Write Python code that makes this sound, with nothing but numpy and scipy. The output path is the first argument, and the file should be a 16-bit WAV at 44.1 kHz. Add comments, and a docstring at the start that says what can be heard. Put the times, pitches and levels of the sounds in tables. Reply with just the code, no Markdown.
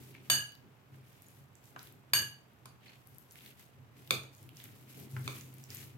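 """In a small quiet kitchen, a steel spoon stirs a moist chopped salad in a thick glass bowl on a table.
The spoon clinks on the free wall or knocks on the covered bottom: fading sine waves plus a crack of noise.
The salad ticks and squelches in short noise bursts and dense random clicks; rare squeaks are narrow bursts.
The table top booms under the bowl as filtered noise, over a faint hush and a short room echo.
A phone with two microphone ports listens from close by, one port for each stereo side."""
import sys
import numpy as np
from scipy import signal
from scipy.fft import rfft, irfft, next_fast_len
from scipy.io import wavfile
from scipy.ndimage import uniform_filter1d

SR = 44100
rng = np.random.default_rng(int(sys.argv[2]) if len(sys.argv) > 2 else 0)


def pcm_store(signal):
    """Save signal as 16-bit PCM."""
    levels = np.round(np.clip(np.atleast_2d(signal), -1, 1) * 32767)
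    wavfile.write(sys.argv[1], SR, levels.astype(np.int16).T)


N = 263277
T = np.arange(N) / SR  # time in seconds
SIDES = np.array([[.5], [-.5]])  # left and right halves of a level difference

# spoon strokes through the salad: start_s, hold_s, wet_crackle_db, scrape_db
STROKES = [(0.0, .1, -63, -69), (0.147, 0.0063, -81, -61), (0.238, 0.2, -67.5, -69.5),
           (0.942, 0.027, -72, -71.5), (1.069, 0.12, -70, -72.5), (1.225, 0.17, -69, -76),
           (1.557, .01, -75, -82), (1.638, 0.063, -68.5, -76), (1.788, 0.084, -64, -66.5),
           (2.848, 0.06, -74, -60), (2.938, 0.091, -74.5, -82), (3.07, 0.18, -72, -80),
           (3.313, 0.018, -65.5, -79), (3.371, 0.12, -62.5, -63), (3.594, 0.012, -60.5, -64.5),
           (3.971, 0.19, -67.5, -69.5), (4.335, 0.11, -67.5, -73), (4.569, 0.081, -60.5, -62.5),
           (4.692, 0.15, -67.5, -71), (4.896, 0.13, -59.5, -64.5), (5.107, 0.26, -61, -69.5),
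           (5.254, 0.13, -56.5, -60.5), (5.409, 0.24, -66, -68.5), (5.709, 0.12, -54.5, -57.5)]


def clinks():
    """Each blow cracks, rings wall and spoon and jolts the table; a blunt contact softens the treble."""
    # spoon on glass: start_s, level_db, wall_ring_db, share of the ring time left by hand and salad (0-1),
    # spoon_ring_db, dullness (0-1), left_minus_right_db, table_jolt_db
    blow_list = [(0.299, -8, -16, 0.95, -7, 0.19, 2.5, -51), (2.134, -5.5, -21.5, 1, -8, 0.07, 2, -59.5),
                 (2.6558, -32.5, -31, 0.28, -12, 0.13, -2, -36.5),
                 (4.107, -10, -37.5, 0.35, 0, 0.08, -1, -28.5),
                 (4.234, -37.5, -25.5, .4, -7, 0.25, 2, -18.5),
                 (5.277, -27, -26.5, .3, 5.5, 0.24, 0, -24.5)]
    # ringing pitches of the glass wall, many in close pairs: pitch_hz
    wall_pitches = [685, 1646, 1671, 2707, 2918, 2946, 2994, 4572, 4596, 4626, 6550, 8253, 8330, 8679, 8760,
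                    9242, 9736, 10700, 11467, 12300, 13800, 14120, 6396, 11677, 12380, 14400]
    # how each wall pitch rings: level_db, time_to_fall_60_db_s, left_minus_right_db
    wall_modes = [(-19, 0.057, -0.5), (-11.5, 0.18, -4), (-13.5, 0.25, 0), (-9.5, 0.073, -9.5),
                  (-12, 0.35, 1), (-9.5, 0.26, 1), (-8.5, 0.18, -2), (-2.5, 0.14, -9.5), (-6, 0.19, -3.5),
                  (-5.5, 0.18, -0.5), (2.5, 0.11, -7), (-12, 0.02, -2.5), (-8, .08, -10), (-6, 0.051, -7.5),
                  (-14.5, 0.11, 0), (-10, 0.061, 3.5), (-15, .18, -0.5), (-21, 0.17, -2), (-13.5, 0.17, -1),
                  (-11.5, 0.029, 6.5), (-6.5, 0.045, -0.5), (-13, .04, -3.5), (-15, .05, -2),
                  (-9, 0.038, 0), (-10.5, .03, 6), (-12.5, .03, -0.5)]
    # spoon, damped by hand and salad: pitch_hz, level_db, time_to_fall_60_db_s
    spoon_modes = [(1226, -7, 0.01), (2394, -4.5, 0.016), (3566, 3, 0.008), (4380, -2.5, 0.0062),
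                   (6530, -15, 0.0093), (8300, -13, 0.009), (11000, -14.5, .008)]
    crack_db, crack_fade_s, jolt_fade_s, rise_s = -4, 0.003, 0.047, 0.0017
    wall_flutter, spoon_flutter = 0.85, 0.3

    blows, walls, jolts = np.zeros((3, 2, N))
    t = T[:SR // 2]
    wall_hz = np.array(wall_pitches)[:, None]
    wall_db, wall_t60, wall_side_db = np.transpose(wall_modes)[:, :, None]
    spoon_hz, mode_db, spoon_t60 = np.transpose(spoon_modes)[:, :, None]
    wall_apart = rng.uniform(1.2, 1.9, (len(wall_modes), 1))  # phase gap between ports, radians
    spoon_apart = rng.uniform(1.2, 1.9, (len(spoon_modes), 1))
    for s, level_db, free_db, free, spoon_db, dull, side_db, jolt_db in blow_list:
        rise = np.minimum(t / rise_s, 1) * undb(level_db + side_db * SIDES)
        # dullness tilts the level down towards the treble, around 3000 Hz
        wall_level = wall_db + free_db - 10 * dull * np.log2(wall_hz / 3000)
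        wall = ring(wall_hz, wall_level, wall_t60 * free, wall_side_db, wall_apart, t, wall_flutter)
        spoon_level = mode_db + spoon_db - 10 * dull * np.log2(spoon_hz / 3000)
        spoon = ring(spoon_hz, spoon_level, spoon_t60, 0, spoon_apart, t, spoon_flutter)

        burst = rng.standard_normal((2, len(t))) * np.exp(-t / crack_fade_s)
        edge_hz = np.clip(15000 * 2 ** (-4 * dull), 800, 16000)
        crack = band(burst, 700, edge_hz + 300)
        crack = undb(crack_db) * crack / np.abs(crack).max()

        mid, left, right = rng.standard_normal((3, len(t)))
        thud = unit(band(mid + np.array([left, right]), 250, 560))
        add(blows, s, rise * (spoon + crack))
        add(walls, s, rise * wall)
        add(jolts, s, rise * undb(jolt_db) * thud * np.exp(-t / jolt_fade_s))
    return blows, walls, jolts


def ring(hz, db, t60, side_db, apart, t, rough):
    """Fading sine waves with a random flutter; level and phase can differ at the two ports."""
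    noise = rng.standard_normal((len(hz), len(t)))
    flutter = uniform_filter1d(noise, size=300, axis=1) * np.sqrt(300)
    size = undb(db) * np.exp(-np.log(1000) * t / t60) * (1 + rough * flutter)
    sides = []
    for k in (.5, -.5):
        wave = np.sin(2 * np.pi * hz * t + k * apart)
        sides.append((size * undb(k * side_db) * wave).sum(0))
    return np.array(sides)


def ticks():
    """Wet snaps of the salad, dull bumps of the bowl and squeaks: noise bursts from broad to narrow."""
    # loudest wet pieces parting: start_s, peak_db, centre_hz, left_minus_right_db
    wet_list = [(0.0355, -48, 11700, -10), (0.1075, -50.5, 12200, 6), (0.5212, -43.5, 4600, 7),
                (0.552, -45.5, 4600, 1.5), (1.221, -41, 12700, -3.5), (1.2849, -43.5, 11630, -4),
                (1.5539, -47.5, 7500, -12), (1.6555, -48, 6530, -2), (1.7923, -37.5, 5076, -8),
                (1.8296, -40, 13000, 6), (1.8714, -43, 3450, 0), (1.924, -47.5, 12650, 4),
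                (3.0724, -45, 12300, 4), (3.147, -56, 11860, 23), (3.1835, -40.5, 11740, -3),
                (3.3102, -41, 7540, 1), (3.3216, -43, 11800, 3), (3.3562, -41, 2680, -6),
                (3.3883, -42, 3100, -1), (3.4074, -46, 3130, 0), (3.4613, -37, 3590, 0),
                (4.075, -43, 3560, 5.5), (4.3498, -44, 5960, 1.5), (4.3813, -47, 7700, -4.5),
                (4.4288, -47, 11700, -6), (4.4909, -39.5, 3270, 0), (4.57, -40.5, 5760, -8.5),
                (4.6006, -38, 3100, -5), (4.64, -35, 12600, -3), (4.656, -44.5, 1990, 1),
                (4.6897, -49, 1960, 4), (4.9999, -44, 12600, 0), (5.3677, -47, 2480, -4),
                (5.4103, -39, 6900, -9), (5.5407, -44, 12600, 4), (5.5829, -42.5, 10800, -1),
                (5.639, -35, 6300, -2), (5.7037, -31.5, 5800, -4), (5.7477, -35, 12500, 5),
                (5.7702, -34, 6700, -4)]
    # the bowl bumps the table: start_s, peak_db, centre_hz, left_minus_right_db
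    bump_list = [(0.1485, -43, 2163, 4), (0.943, -56, 1294, -6), (1.7615, -33.5, 1220, -0.5),
                 (2.657, -42, 1100, 0), (5.165, -32, 1320, 2.5)]
    # the spoon squeaks briefly on wet glass: start_s, peak_db, centre_hz, left_minus_right_db
    squeak_list = [(1.2644, -55.5, 6820, 5), (2.8782, -53, 4300, -4)]
    wet = snaps(wet_list + faint_ticks(), decay_s=0.0005, q=1.8, length_s=0.011, broad=0.25)
    bumps = snaps(bump_list, decay_s=.004, q=1.7, length_s=.06, broad=0)
    squeaks = snaps(squeak_list, decay_s=0.0051, q=15.0, length_s=0.096, broad=0)
    return wet + bumps + squeaks


def faint_ticks():
    """Small snaps at random moments and pitches, louder where the wet crackle is louder."""
    ticks_per_s, over_crackle_db, scatter_db, pan_db = 16, 12, 4, 6
    low_hz, high_hz = 4070, 13000
    when, pitch, size, side = rng.random((int(ticks_per_s * N / SR), 4)).T
    crackle_db = 20 * np.log10(wetness()[(when * N).astype(int)])
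    db = crackle_db + over_crackle_db + scatter_db * (2 * size - 1)
    hz = low_hz * (high_hz / low_hz) ** np.sqrt(pitch)  # more of them high up
    return list(zip(when * N / SR, db, hz, pan_db * (2 * side - 1)))


def snaps(events, decay_s, q, length_s, broad):
    """Short noisy bursts, each about its own pitch, with a share of broad crackle."""
    rise_s = .0008
    out, t = np.zeros((2, N)), T[:int(length_s * SR)]
    for s, peak_db, hz, side_db in events:
        burst = rng.standard_normal((3, len(t))) * np.exp(-t / decay_s) * np.minimum(t / rise_s, 1)
        burst = burst[0] + 1.3 * burst[1:]  # partly alike on both sides
        b, a = signal.iirpeak(np.clip(hz, 500, 15000), q, fs=SR)
        pitched = signal.lfilter(b, a, signal.lfilter(b, a, burst))
        snap = pitched + broad * hz / 8000 * np.diff(burst, prepend=0)
        add(out, s, snap / np.abs(snap).max() * undb(peak_db + side_db * SIDES))
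    return out


def stir():
    """Fine crackle of dressing up high, a duller scrape of the spoon below, both made of clicks."""
    s, hold, _, scrape_db = np.transpose(STROKES)
    wet = shape(grains(3500, 1.2, .002), lambda f: peak(f, 5600, 16000))
    scrape = shape(grains(1500, 2.5, .003), lambda f: peak(f, 2400, 2200) ** 2)
    drag = swells(s, hold, scrape_db, attack_s=0.023, release_s=0.055, rest_db=-76.5)
    return unit(wet) * wetness() + unit(scrape) * drag


def wetness():
    """Level of the wet crackle, stroke by stroke."""
    s, hold, wet_db, _ = np.transpose(STROKES)
    return swells(s, hold, wet_db, attack_s=.015, release_s=0.055, rest_db=-81)


def grains(clicks_per_s, spread_db, tail_s):
    """Dense random clicks of uneven size, each with a short noisy tail."""
    clicks = (rng.random(N) < clicks_per_s / SR) * undb(spread_db * rng.exponential(size=N))
    smear = signal.lfilter([1], [1, -np.exp(-1 / (tail_s * SR))], clicks)
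    mid, left, right = rng.standard_normal((3, N))
    return smear * (0.12 * mid + np.array([left, right]))


def table():
    """The pushed table top gives a low boom, with looser resonances above."""
    # low boom: pitch_hz, width_hz of one filter pass, level_db before a second pass
    boom_modes = [(129.2, 12, 2.5), (106, 19, -7)]
    # upper resonances: pitch_hz, width_hz of one filter pass, level_db before a second pass
    rattle_modes = [(222, 180, 1), (264.3, 27, -7), (318.7, 52, -6), (393.6, 31, -1)]
    # hand, spoon and bowl push the table top: start_s, hold_s, boom_db, upper_resonances_db
    push_list = [(0.0, 0.0054, -52, -53.5), (0.07, 0.19, -62, -61), (0.319, .05, -47.5, -51.5),
                 (0.63, 0.045, -74.5, -62), (0.93, .06, -54, -63), (1.276, 0.015, -62, -68),
                 (1.39, 0.023, -58.5, -68), (1.762, 0.011, -60.5, -58), (1.857, 0.14, -63, -66),
                 (2.148, 0.074, -47, -54.5), (2.66, 0.027, -59, -66), (2.852, .03, -74, -66),
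                 (3.126, 0.023, -60, -70.5), (3.43, 0.062, -65.5, -65), (3.774, .06, -57.5, -69),
                 (3.973, 0.046, -59, -64), (4.122, 0.043, -46, -52.5), (4.424, 0.12, -56, -63),
                 (4.638, 0.28, -60.5, -63), (4.973, 0.1, -56, -54.5), (5.148, 0.062, -39.5, -55),
                 (5.257, 0.027, -46, -52.5), (5.349, 0.024, -62, -54.5), (5.43, 0.071, -53, -60),
                 (5.55, 0.066, -54.5, -62.5), (5.7, 0.19, -54, -61), (5.958, .02, -50.5, -58)]
    s, hold, boom_db, rattle_db = np.transpose(push_list)
    boom_gain = swells(s, hold, boom_db, attack_s=0.023, release_s=.08, rest_db=-68)
    rattle_gain = swells(s, hold, rattle_db, attack_s=0.023, release_s=.04, rest_db=-73)
    boom = shaken(boom_modes, unlike=.28, evenness=0.1) * boom_gain
    return boom + shaken(rattle_modes, unlike=0.74, evenness=1.0) * rattle_gain


def shaken(modes, unlike, evenness):
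    """Resonances kept going by noise, with slow level changes partly evened out."""
    mid, left, right = rng.standard_normal((3, N))
    push = mid + unlike * np.array([left, right])  # unlike: strength of the separate left and right noise
    x = unit(shape(push, lambda f: sum(undb(db) * peak(f, hz, width) ** 2 for hz, width, db in modes)))
    return unit(x / np.sqrt(uniform_filter1d(x.mean(0) ** 2, size=1400) + evenness))


def swells(start, hold, db, attack_s, release_s, rest_db):
    """Gain of overlapping events that rise, hold and die away over a resting level."""
    coarse = T[::32]
    t = coarse - start[:, None]
    form = np.exp(np.minimum(t, 0) / attack_s - np.maximum(t - hold[:, None], 0) / release_s)
    power = ((undb(db)[:, None] * form) ** 2).sum(0) + undb(rest_db) ** 2
    return np.interp(T, coarse, np.sqrt(power))


def room(x):
    """Hard walls return a diffuse tail of fading noise, shorter in the treble."""
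    t60_s, treble_t60_s, room_db = 0.37, 0.29, -4.5
    t = T[:int(.6 * SR)]
    noise = rng.standard_normal((2, len(t)))
    low = signal.sosfilt(signal.butter(1, 3000, fs=SR, output="sos"), noise)
    tail = low * undb(-60 * t / t60_s) + (noise - low) * undb(-60 * t / treble_t60_s)
    tail = tail * np.clip(t / 0.01, 0, 1)  # builds up gently: the walls are some metres of travel away
    tail = tail / np.sqrt((tail ** 2).sum(1, keepdims=True))
    return undb(room_db) * signal.fftconvolve(x, tail, axes=1)[:, :N]


def kitchen():
    """Faint air and appliance hush: filtered noise, most alike on both sides in the bass."""
    # colour of the hush: pitch_hz, relative level_db (per Hz)
    hush_colour = [(25, -26.5), (45, -23), (60, -7.5), (118, 3), (200, -5.5), (330, -9.5), (520, -10.5),
                   (870, -11.5), (1400, -15.5), (3000, -24.5), (4200, -31.5), (7000, -34), (10000, -40.5),
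                   (12500, -36.5), (16000, -37.5)]
    hush_db = -64.5
    mid, side = rng.standard_normal((2, N))
    side = shape(side, lambda f: np.clip(f / 900, .2, 1))
    hush = shape(mid + 2 * SIDES * side, lambda f: undb(line(hush_colour)(f)))
    return unit(hush) * undb(hush_db)


def ports(f):
    """The two ports colour the sound differently; the left one resonates high up."""
    # difference between the ports, resonance aside: pitch_hz, left_minus_right_db
    port_colour = [(300, -8.5), (1000, 1), (3000, -1), (5000, -1), (8000, -5.5), (10500, 1), (12000, 7.5),
                   (15000, 5)]
    resonance = undb(3) * np.abs(peak(f, 12030, 750))
    left_only = SIDES + .5
    return undb(SIDES * line(port_colour)(f)) * (1 + left_only * resonance)


def undb(db):
    """Turn decibels into a plain gain."""
    return 10 ** (np.asarray(db) / 20)


def unit(x):
    """Scale a sound to an average (RMS) strength of 1."""
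    return x / np.sqrt(np.mean(x ** 2))


def band(x, low_hz, high_hz):
    """Keep the sound between two frequencies."""
    return signal.sosfilt(signal.butter(2, [low_hz, high_hz], "band", fs=SR, output="sos"), x)


def shape(x, gain):
    """Filter by a gain given as a function of Hz."""
    size = next_fast_len(N + 4096)
    hz = np.maximum(np.arange(size // 2 + 1) * SR / size, 1)
    return irfft(rfft(x, size) * gain(hz), size)[..., :N]


def line(points):
    """(Hz, dB) points joined on a log-frequency axis."""
    hz, db = np.transpose(points)
    return lambda f: np.interp(np.log(f), np.log(hz), db)


def peak(f, hz, width):
    """One resonance, gain 1 at the centre."""
    return 1 / (1 + 1j * (f ** 2 - hz ** 2) / (f * width))


def add(out, s, sound):
    """Mix a sound in, starting at s seconds."""
    i = int(s * SR)
    out[:, i:i + sound.shape[1]] += sound[:, :N - i]


def scene():
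    """Mix all layers; the table and its jolts skip the room and the port colouring."""
    blows, walls, jolts = clinks()
    close = blows + ticks()
    echo = room(close + 2.15 * walls)  # the ringing wall feeds the room more strongly
    heard = shape(close + walls + echo + stir() + kitchen(), ports)
    return heard + jolts + table()


def record(dry):
    """Cut the treble steeply above 15900 Hz."""
    return signal.sosfilt(signal.ellip(8, .2, 70, 15900, fs=SR, output="sos"), dry)


dry = scene()
out = record(dry)
pcm_store(out)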